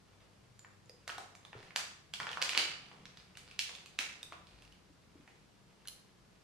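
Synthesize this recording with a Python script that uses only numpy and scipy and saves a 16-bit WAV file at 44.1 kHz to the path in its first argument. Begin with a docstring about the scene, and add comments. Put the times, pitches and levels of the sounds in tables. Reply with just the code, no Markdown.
"""Peeling the foil from a toy egg

Hands open a plastic egg close to the microphones in a bare room. Foil and thin cup snap as they
buckle, and the glue crackles as it lets go. Fingers slide on the cup, bump it and flick its rim,
exciting damped modes; at the end the two hard halves click apart. Air hisses and a low hum wavers."""
import sys
import numpy as np
from scipy import signal
from scipy.fft import rfft, irfft
from scipy.io import wavfile
from scipy.ndimage import uniform_filter1d

SR = 44100
rng = np.random.default_rng(int(sys.argv[2]) if len(sys.argv) > 2 else 0)


def to_wav(s):
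    """Save 16-bit WAV."""
    ch = np.atleast_2d(s).T  # columns
    pcm = np.round(np.clip(ch, -1, 1) * 32767)  # PCM
    wavfile.write(sys.argv[1], SR, pcm.astype(np.int16))


N = 283646

# Buckles of foil and cup. Each row: time in seconds, relative level at 3 kHz in dB, body at 1 kHz
# and edge at 8 kHz in dB against that level, ring of the facet in Hz.
BUCKLES = [(0.6474, -29, 0, -19, 1540), (1.0784, -11.5, 0.5, -5.5, 3570), (1.0945, -14, -3, -25, 1740),
           (1.1, -7.5, -12.5, -33, 1460), (1.1803, -23, -10, -11, 3600), (1.183, -14.5, -1.5, -8, 745),
           (1.3521, -25.5, -1, -7, 6560), (1.451, -24, 1, -10, 3680), (1.5306, -19.5, 0.5, -28, 1470),
           (1.629, -25.5, -15, -14, 1880), (1.707, -29.5, 3, -28, 2200), (1.7615, 3.5, -12, -9.5, 1260),
           (2.1381, -4, -16.5, -13, 3180), (2.2014, -6.5, -1, -15, 1320), (2.2083, -23.5, 11.5, -18, 2410),
           (2.2308, -12, -20, -20, 2340), (2.269, -7, -4.5, -22, 1670), (2.2913, -6, -15, -29, 1010),
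           (2.3158, -12, -7, -13, 3440), (2.3306, -10.5, -8, -18, 2850), (2.3725, -14.5, 7.5, -15, 1240),
           (2.4175, -0.5, -11, -15, 4520), (2.4194, -3, -9.5, -17, 4910), (2.425, 3.5, -8, -12.5, 5130),
           (2.4807, -19.5, 6, -14, 3880), (2.4934, 2, -19, -14.5, 2290), (2.5217, -9, -5, -22, 2900),
           (2.5322, -4, -14, -24, 1690), (2.55, 1.5, -15, -27, 2900), (2.5572, -13, -4, -18, 1290),
           (2.5697, -24, 13, -17, 4270), (2.5764, 12, -15, -17.5, 4600), (2.7169, -15, -1, -37, 2920),
           (2.9146, -32.5, 14.5, -20, 2900), (3.0556, -14, -14, -21, 5400), (3.1727, -18, -10, -18, 4900),
           (3.3537, -26.5, -10, -17, 2780), (3.3723, -19.5, -6.5, -3, 2740),
           (3.5127, -22.5, -11, -12, 2610), (3.5925, 5, -26.5, -13, 2700), (3.6937, -16.5, 0, -11, 3570),
           (3.7512, -19.5, -16, -6, 3560), (3.8601, -23.5, -6, -4.5, 3160), (3.9896, 2.5, -11, -11.5, 2460),
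           (4.323, -20, 0.5, -15, 910), (4.33, -20, -19, -25, 2600), (4.47, -28, -22, -13.5, 4330),
           (4.5102, -42, -1, -6, 2900), (4.6222, -34, 3, 0, 2780), (5.2771, -34.5, 6.5, -8, 2080),
           (5.8542, -27, -7, -14, 1650)]


def amp(db):
    return 10 ** (np.asarray(db) / 20)


def unit_rms(x):
    return x / np.sqrt(np.mean(x ** 2) + 1e-20)


def bins(size=2048):
    return np.fft.rfftfreq(size, 1 / SR)


def curve(points, hz):
    """Interpolation of (Hz, value) points over log frequency."""
    f, value = np.transpose(points)
    return np.interp(np.log(hz + 1), np.log(f + 1), value)


def add(mix, start_s, sound):
    part = mix[round(start_s * SR):][:len(sound)]
    part += sound[:len(part)]


def resonance_db(hz, centre, width, db):
    """The Lorentzian peak or dip of one resonance."""
    return 10 * np.log10(1 + (amp(db) ** 2 - 1) / (1 + (2 * (hz - centre) / width) ** 2))


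def minimum_phase(db):
    """The most compact causal pulse with a given spectrum."""
    log_gain = np.log(amp(np.r_[db, db[-2:0:-1]]))
    return np.fft.ifft(np.exp(np.conj(signal.hilbert(log_gain)))).real


def noise(colour):
    """White noise shaped by a spectrum of (Hz, dB) points."""
    return unit_rms(irfft(rfft(rng.standard_normal(N)) * amp(curve(colour, bins(N))), N))


def envelope(rows, attack_s, t60, rest_db=-200):
    """Incoherent events add in power over a resting level; each builds, holds and decays."""
    power = np.full(N, amp(rest_db) ** 2)
    for start, length, db in rows:
        t = np.arange(0, length + t60, 1 / SR)
        level = np.minimum(t / attack_s, 1) * amp(db - 60 * np.maximum(t - length, 0) / t60)
        add(power, max(start, 0), level ** 2)
    return np.sqrt(power)


def hum(waver=0.35):
    """Slow random amplitude modulation makes low tones waver as they come and go."""
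    # Each row: start in seconds, length in seconds, level in dB, pitch in Hz.
    tones = [(0, 1.52, -72.5, 98.1), (.38, 0.55, -71.5, 121), (1.7, 3.47, -75, 83.66)]
    out, t = np.zeros(N), np.arange(N) / SR
    for start, length, db, hz in tones:
        drift = 1 + waver * unit_rms(signal.resample(rng.standard_normal(40), N))
        level = envelope([(start, length, db)], attack_s=0.04, t60=0.63)
        out += np.sqrt(2) * level * drift * np.sin(2 * np.pi * hz * t)
    return out


def background(air_db=-69, width=0.84, mains_db=-77, left_db=2.3):
    """Partly correlated air noise sounds wide; coherent rumble and hum lean to the left."""
    # Spectrum of the room air. Each row: frequency in Hz, relative level in dB.
    air_colour = [(20, -28), (45, -15), (70, -5), (120, 0), (175, -4), (250, -6.5), (400, -6.5), (700, -12),
                  (1200, -13.5), (2500, -20), (5000, -19.5), (9000, -27), (12700, -33), (14000, -50.5)]
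    rumble = noise([(25, -46.5), (40, -12.5), (54, 3.5), (68, -14), (200, -47), (2000, -100)])
    rumble *= envelope([(4.45, 0.33, -67.5)], attack_s=0.067, t60=0.6, rest_db=-78.5)  # the cup turns
    mains = amp(mains_db) * np.sin(2 * np.pi * 200 * np.arange(N) / SR)
    low = (rumble + hum() + mains) * amp([[left_db], [-left_db]])
    middle, side = noise(air_colour), width * noise(air_colour)
    return low + amp(air_db) * np.array([middle + side, middle - side]) * amp([[0.6], [-0.6]])


def room_response(first_s=0.004, build_s=0.00075, scatter_db=3, per_s=5000):
    """A diffuse field: random reflections, alike at both sides only in the bass, decay band by band."""
    # Reverberation times. Each row: frequency in Hz, t60 in seconds.
    decay_times = [(250, 0.6), (660, 0.48), (1740, 0.56), (4600, .5), (8000, 0.4563), (12000, 0.35)]
    # Coherence of the echoes. Each row: frequency in Hz, correlation of left and right.
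    coherence = [(100, 1), (400, 0.99), (900, 0.051), (1800, 0), (4000, 0), (14000, 0.066)]
    shape = (2, SR)
    taps = rng.choice([-1., 1.], shape) * (rng.random(shape) < per_s / SR)
    taps *= amp(scatter_db * rng.standard_normal(shape))
    taps *= 1 - np.exp(-np.maximum(np.arange(SR) / SR - first_s, 0) / build_s)
    hz, t, (left, other) = signal.stft(taps, SR, nperseg=256)
    alike = curve(coherence, hz)[:, None]
    pair = np.array([left, alike * left + np.sqrt(1 - alike ** 2) * other])
    tail = signal.istft(pair * amp(-60 * t / curve(decay_times, hz)[:, None]), SR)[1]
    return tail / np.linalg.norm(tail, axis=1, keepdims=True)


def room(x, patterns=5, changes_per_s=7):
    """Time-varying reverberation: as the egg turns, one pattern of reflections fades into the next."""
    # Spectrum of the echoes. Each row: frequency in Hz, gain in dB.
    echo_colour = [(150, -0.5), (500, 6.5), (1200, 3.5), (3000, -0.5), (6000, 4), (9000, 3.5),
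                   (13000, -0.5)]
    coloured = signal.oaconvolve(x, minimum_phase(curve(echo_colour, bins())))[:N]
    turn = np.arange(N) / SR * changes_per_s
    shares = [np.sin(np.pi / 2 * np.minimum((turn - k) % patterns, 2)) for k in range(patterns)]
    return sum(signal.fftconvolve((coloured * share)[None], room_response(), axes=1)[:, :N]
               for share in shares)


def handling():
    """Moving hands make a soft rustle: low noise whose amplitude follows the motion."""
    # Each row: start in seconds, length in seconds, level in dB.
    moves = [(1.4, 0.33, -71), (2.08, 0.32, -65), (2.65, 0.79, -68.5), (4.35, .4, -68.5),
             (5.55, 0.16, -71.5), (6.08, .15, -70.5)]
    colour = [(40, -31.5), (90, -12), (130, -1), (175, 1), (230, -9.5), (400, -28.5), (2000, -55)]
    return noise(colour) * envelope(moves, attack_s=0.067, t60=0.6, rest_db=-73.5)


def rubbing(grip_db=4.5):
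    """Stick-slip friction of skin on the cup gives an uneven hiss."""
    # Spectrum of sliding skin. Each row: frequency in Hz, relative level in dB.
    skin_colour = [(100, 5), (400, 2.5), (1400, 0.5), (2800, 2), (5000, -9), (9000, -17.5), (14000, -33.5)]
    # Each row: start in seconds, length in seconds, level in dB.
    slides = [(.19, 0.028, -68), (1.52, 0.12, -65.5), (2.8, 0.28, -67.5), (4.15, 0.16, -69.5),
              (4.44, 0.18, -73), (5.26, 0.05, -68.5), (5.81, 0.023, -74)]
    grip = unit_rms(uniform_filter1d(rng.standard_normal(N), size=400))
    hiss = unit_rms(noise(skin_colour) * amp(grip_db * grip))
    return hiss * envelope(slides, attack_s=0.02, t60=0.53, rest_db=-78)


def finger_bumps(rise_s=0.0008, sag=0.062, sag_s=0.00248, cycles=11.2):
    """Constant-Q damping: the hand stops every low knock within the same number of cycles."""
    # Each row: time in seconds, level in dB, pitch in Hz.
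    bumps = [(0.896, -45, 480), (1.551, -41, 413), (1.56, -45.5, 119), (1.184, -33, 750), (2.577, -41, 264),
             (3.005, -48.5, 174), (3.056, -49, 183), (3.695, -47, 730), (3.991, -47, 254),
             (4.322, -52, 330), (4.9, -54, 297), (5.073, -53, 199), (5.155, -46, 286), (5.199, -50.5, 247)]
    out, t = np.zeros(N), np.arange(SR // 5) / SR
    for start, db, hz in bumps:
        t60 = cycles / hz
        phase = 2 * np.pi * np.cumsum(hz * (1 + sag * np.exp(-t / sag_s))) / SR
        add(out, start, amp(db - 60 * t / t60) * (1 - np.exp(-t / rise_s)) * np.sin(phase))
    return out


def rim_pings(rise_s=0.0011, ring_t60=0.011, tick_db=-9, tick_t60=0.016):
    """Plucking: a fingernail slips off the stiff rim with a tick and excites one damped mode."""
    # Each row: time in seconds, level in dB, pitch in Hz.
    pings = [(0.5928, -37.5, 7090), (0.858, -53, 7000), (0.8952, -36.5, 4920), (4.23, -26, 3680),
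             (4.6504, -46, 2770), (4.7244, -45, 2940)]
    out, t = np.zeros(N), np.arange(SR // 20) / SR
    bandpass = signal.butter(1, [1500, 7000], "band", fs=SR)
    for (start, db, hz), scrape in zip(pings, rng.standard_normal((len(pings), len(t)))):
        ring = (1 - np.exp(-t / rise_s)) * amp(-60 * t / ring_t60) * np.sin(2 * np.pi * hz * t)
        tick = signal.lfilter(*bandpass, scrape) * amp(tick_db - 60 * t / tick_t60)
        add(out, start, amp(db) * (ring + tick))
    return out


def shell_clicks(crack_db=-4, crack_t60=0.028):
    """Impulsive excitation: the hard halves catch and let go with a crack and bright modes."""
    # Each row: time in seconds, level in dB.
    clicks = [(5.874, -40), (5.8834, -36)]
    # Modes of the hard plastic. Each row: frequency in Hz, relative level in dB, t60 in seconds.
    rim_modes = [(3020, -3.5, 0.014), (3630, -7, 0.0069), (4190, -6, 0.033), (6130, -10.5, 0.018),
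                 (7350, -14, .02), (8240, -27, 0.0091), (9700, -8, .022), (10200, -4, 0.016),
                 (12000, -15, 0.024)]
    out, t = np.zeros(N), np.arange(SR // 8) / SR
    ring = sum(amp(db - 60 * t / t60) * np.sin(2 * np.pi * (hz * t + rng.random()))
               for hz, db, t60 in rim_modes)
    highpass = signal.butter(2, 2000, "high", fs=SR)
    for start, db in clicks:
        hiss = signal.lfilter(*highpass, rng.standard_normal(len(t)))
        add(out, start, amp(db) * (ring + hiss * amp(crack_db - 60 * t / crack_t60)))
    return out


def cup_ring(start_s=2.5765, gain_db=1):
    """Free vibration: the cup rings on for a moment as the seal tears away."""
    # Each row: frequency in Hz, relative level in dB, t60 in seconds.
    free_modes = [(2908, -41, .46), (2954, -44, .44), (3065, -42, .42), (4505, -51, .36), (4829, -49, .33)]
    out, t = np.zeros(N), np.arange(SR // 2) / SR
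    for hz, db, t60 in free_modes:
        add(out, start_s, amp(gain_db + db - 60 * t / t60) * np.sin(2 * np.pi * hz * t))
    return out


def cup_db(hz):
    """The cup with its lid acts as a resonant filter."""
    # Each row: centre in Hz, width in Hz, gain in dB.
    resonances = [(700, 69, 2), (1300, 1100, 3), (1980, 360, -1.5), (2320, 45.5, 3.5), (3020, 400, -2.5),
                  (4590, 500, 1.5)]
    return sum(resonance_db(hz, *mode) for mode in resonances)


def glue_crackle(per_s=170, spread_db=5, attack_s=0.045, settle_db=-65.5):
    """A Poisson process: threads of glue and small creases give way, a few much louder than the rest."""
    # Spectrum of one tick. Each row: frequency in Hz, relative level in dB.
    tick_colour = [(100, -37), (350, 1), (700, -2.5), (1400, -1), (2800, 4), (4600, 1.5), (7000, -13),
                   (10000, -14.5), (14000, -34.5)]
    # Pulls and squeezes. 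Each row: start in seconds, length in seconds, level in dB.
    pulls = [(1.56, 0.043, -55.5), (2.19, 0.22, -63), (2.51, 0.067, -45), (2.8, 0.11, -70),
             (3.16, 0.083, -67.5), (3.34, 0.19, -66.5), (3.66, 0.36, -69), (4.13, 0.092, -71),
             (4.45, 0.25, -72)]
    size = amp(spread_db * np.minimum(rng.exponential(1, N), 3)) * rng.choice([-1, 1], N)
    ticks = size * (rng.random(N) < per_s / SR)
    pulse = minimum_phase(curve(tick_colour, bins()) + cup_db(bins()))
    pulling = envelope(pulls, attack_s, t60=0.26, rest_db=-86.5)  # mere holding crackles faintly
    settling = envelope([(start, 0, db + settle_db) for start, db, *_ in BUCKLES], attack_s, t60=0.78)
    return unit_rms(signal.oaconvolve(ticks, pulse)[:N]) * np.hypot(pulling, settling)


def buckling(flutter=0.81, flutter_t60=0.015, strain_db=-15, strain_t60=0.011, gain_db=2):
    """Snap-through: a facet creaks under strain, flips and rings. 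Returns direct sound and room feed."""
    direct, to_room = np.zeros((2, N))
    hz, t = bins(), np.arange(SR // 40) / SR
    impulse, shape = t == 0, (len(BUCKLES), len(t))
    creases = rng.standard_normal(shape) * amp(-60 * t / flutter_t60) * (1 - np.exp(-t / 0.000081))
    strains = rng.standard_normal(shape) * amp(-60 * t[::-1] / strain_t60)
    for (start, db, body_db, edge_db, ring_hz), shake, strain in zip(BUCKLES, creases, strains):
        colour = curve([(80, body_db - 22), (300, body_db - 11), (1000, body_db),
                        (3000, 0), (8000, edge_db), (15000, edge_db - 13)], hz)
        width_hz = 560 * amp(0.071 * (db + 14))  # a hard buckle loses its ring sooner
        facet = resonance_db(hz, ring_hz, width_hz, db=6 - 0.19 * db)
        pulse = minimum_phase(gain_db + db + colour + facet + cup_db(hz))
        rustle = flutter * amp(-0.25 * db)  # nearby creases shake; a gentle buckle is mostly rustle
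        flip = impulse + rustle * shake / np.linalg.norm(shake)
        creak = amp(strain_db) * signal.fftconvolve(pulse, strain / np.linalg.norm(strain))
        add(direct, start - t[-1], creak)
        add(direct, start, signal.fftconvolve(pulse, flip / np.linalg.norm(flip)))
        spread = impulse + 0.33 * (flip - impulse)  # over all directions the rustle partly evens out
        radiation = amp(0.033 * db)  # a hard buckle shakes the whole cup, sending more into the room
        add(to_room, start, radiation * signal.fftconvolve(pulse, spread / np.linalg.norm(spread)))
    return np.array([direct, to_room])


def scene(snap_db=-3, room_db=-1, left_lag_s=0.00003, bump_echo_db=-7, rim_echo_db=-4, echo_lean=0.38):
    """Direct and reverberant sound add; time and level differences set the hands a little to the right."""
    # Balance of the direct sound. Each row: frequency in Hz, left minus right in dB.
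    balance = [(150, 1), (500, 2), (1200, 1), (2200, -4), (5000, -4), (9000, 0), (13000, -4.5)]
    snaps, snaps_to_room = amp(snap_db) * buckling()
    peeling = cup_ring() + glue_crackle() + rubbing()
    rims = shell_clicks() + rim_pings()
    knocks = finger_bumps()
    hz = bins(N)
    lean_db = np.outer([0.5, -0.5], curve(balance, hz))
    delay = np.exp(-2j * np.pi * np.outer([left_lag_s, 0], hz))
    direct = rfft(snaps + peeling + rims + knocks + handling()) * amp(lean_db) * delay
    to_room = snaps_to_room + peeling + amp(rim_echo_db) * rims + amp(bump_echo_db) * knocks
    reverberant = rfft(room(to_room)) * amp(room_db + echo_lean * lean_db)
    return irfft(direct + reverberant, N) + background()


def record(dry, cutoff_hz=14500):
    """A linear-phase low-pass filter limits the bandwidth."""
    lowpass = signal.firwin(255, cutoff_hz, window=("kaiser", 8), fs=SR)
    return signal.oaconvolve(dry, lowpass[None], "same")


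dry = scene()
out = record(dry)
to_wav(out)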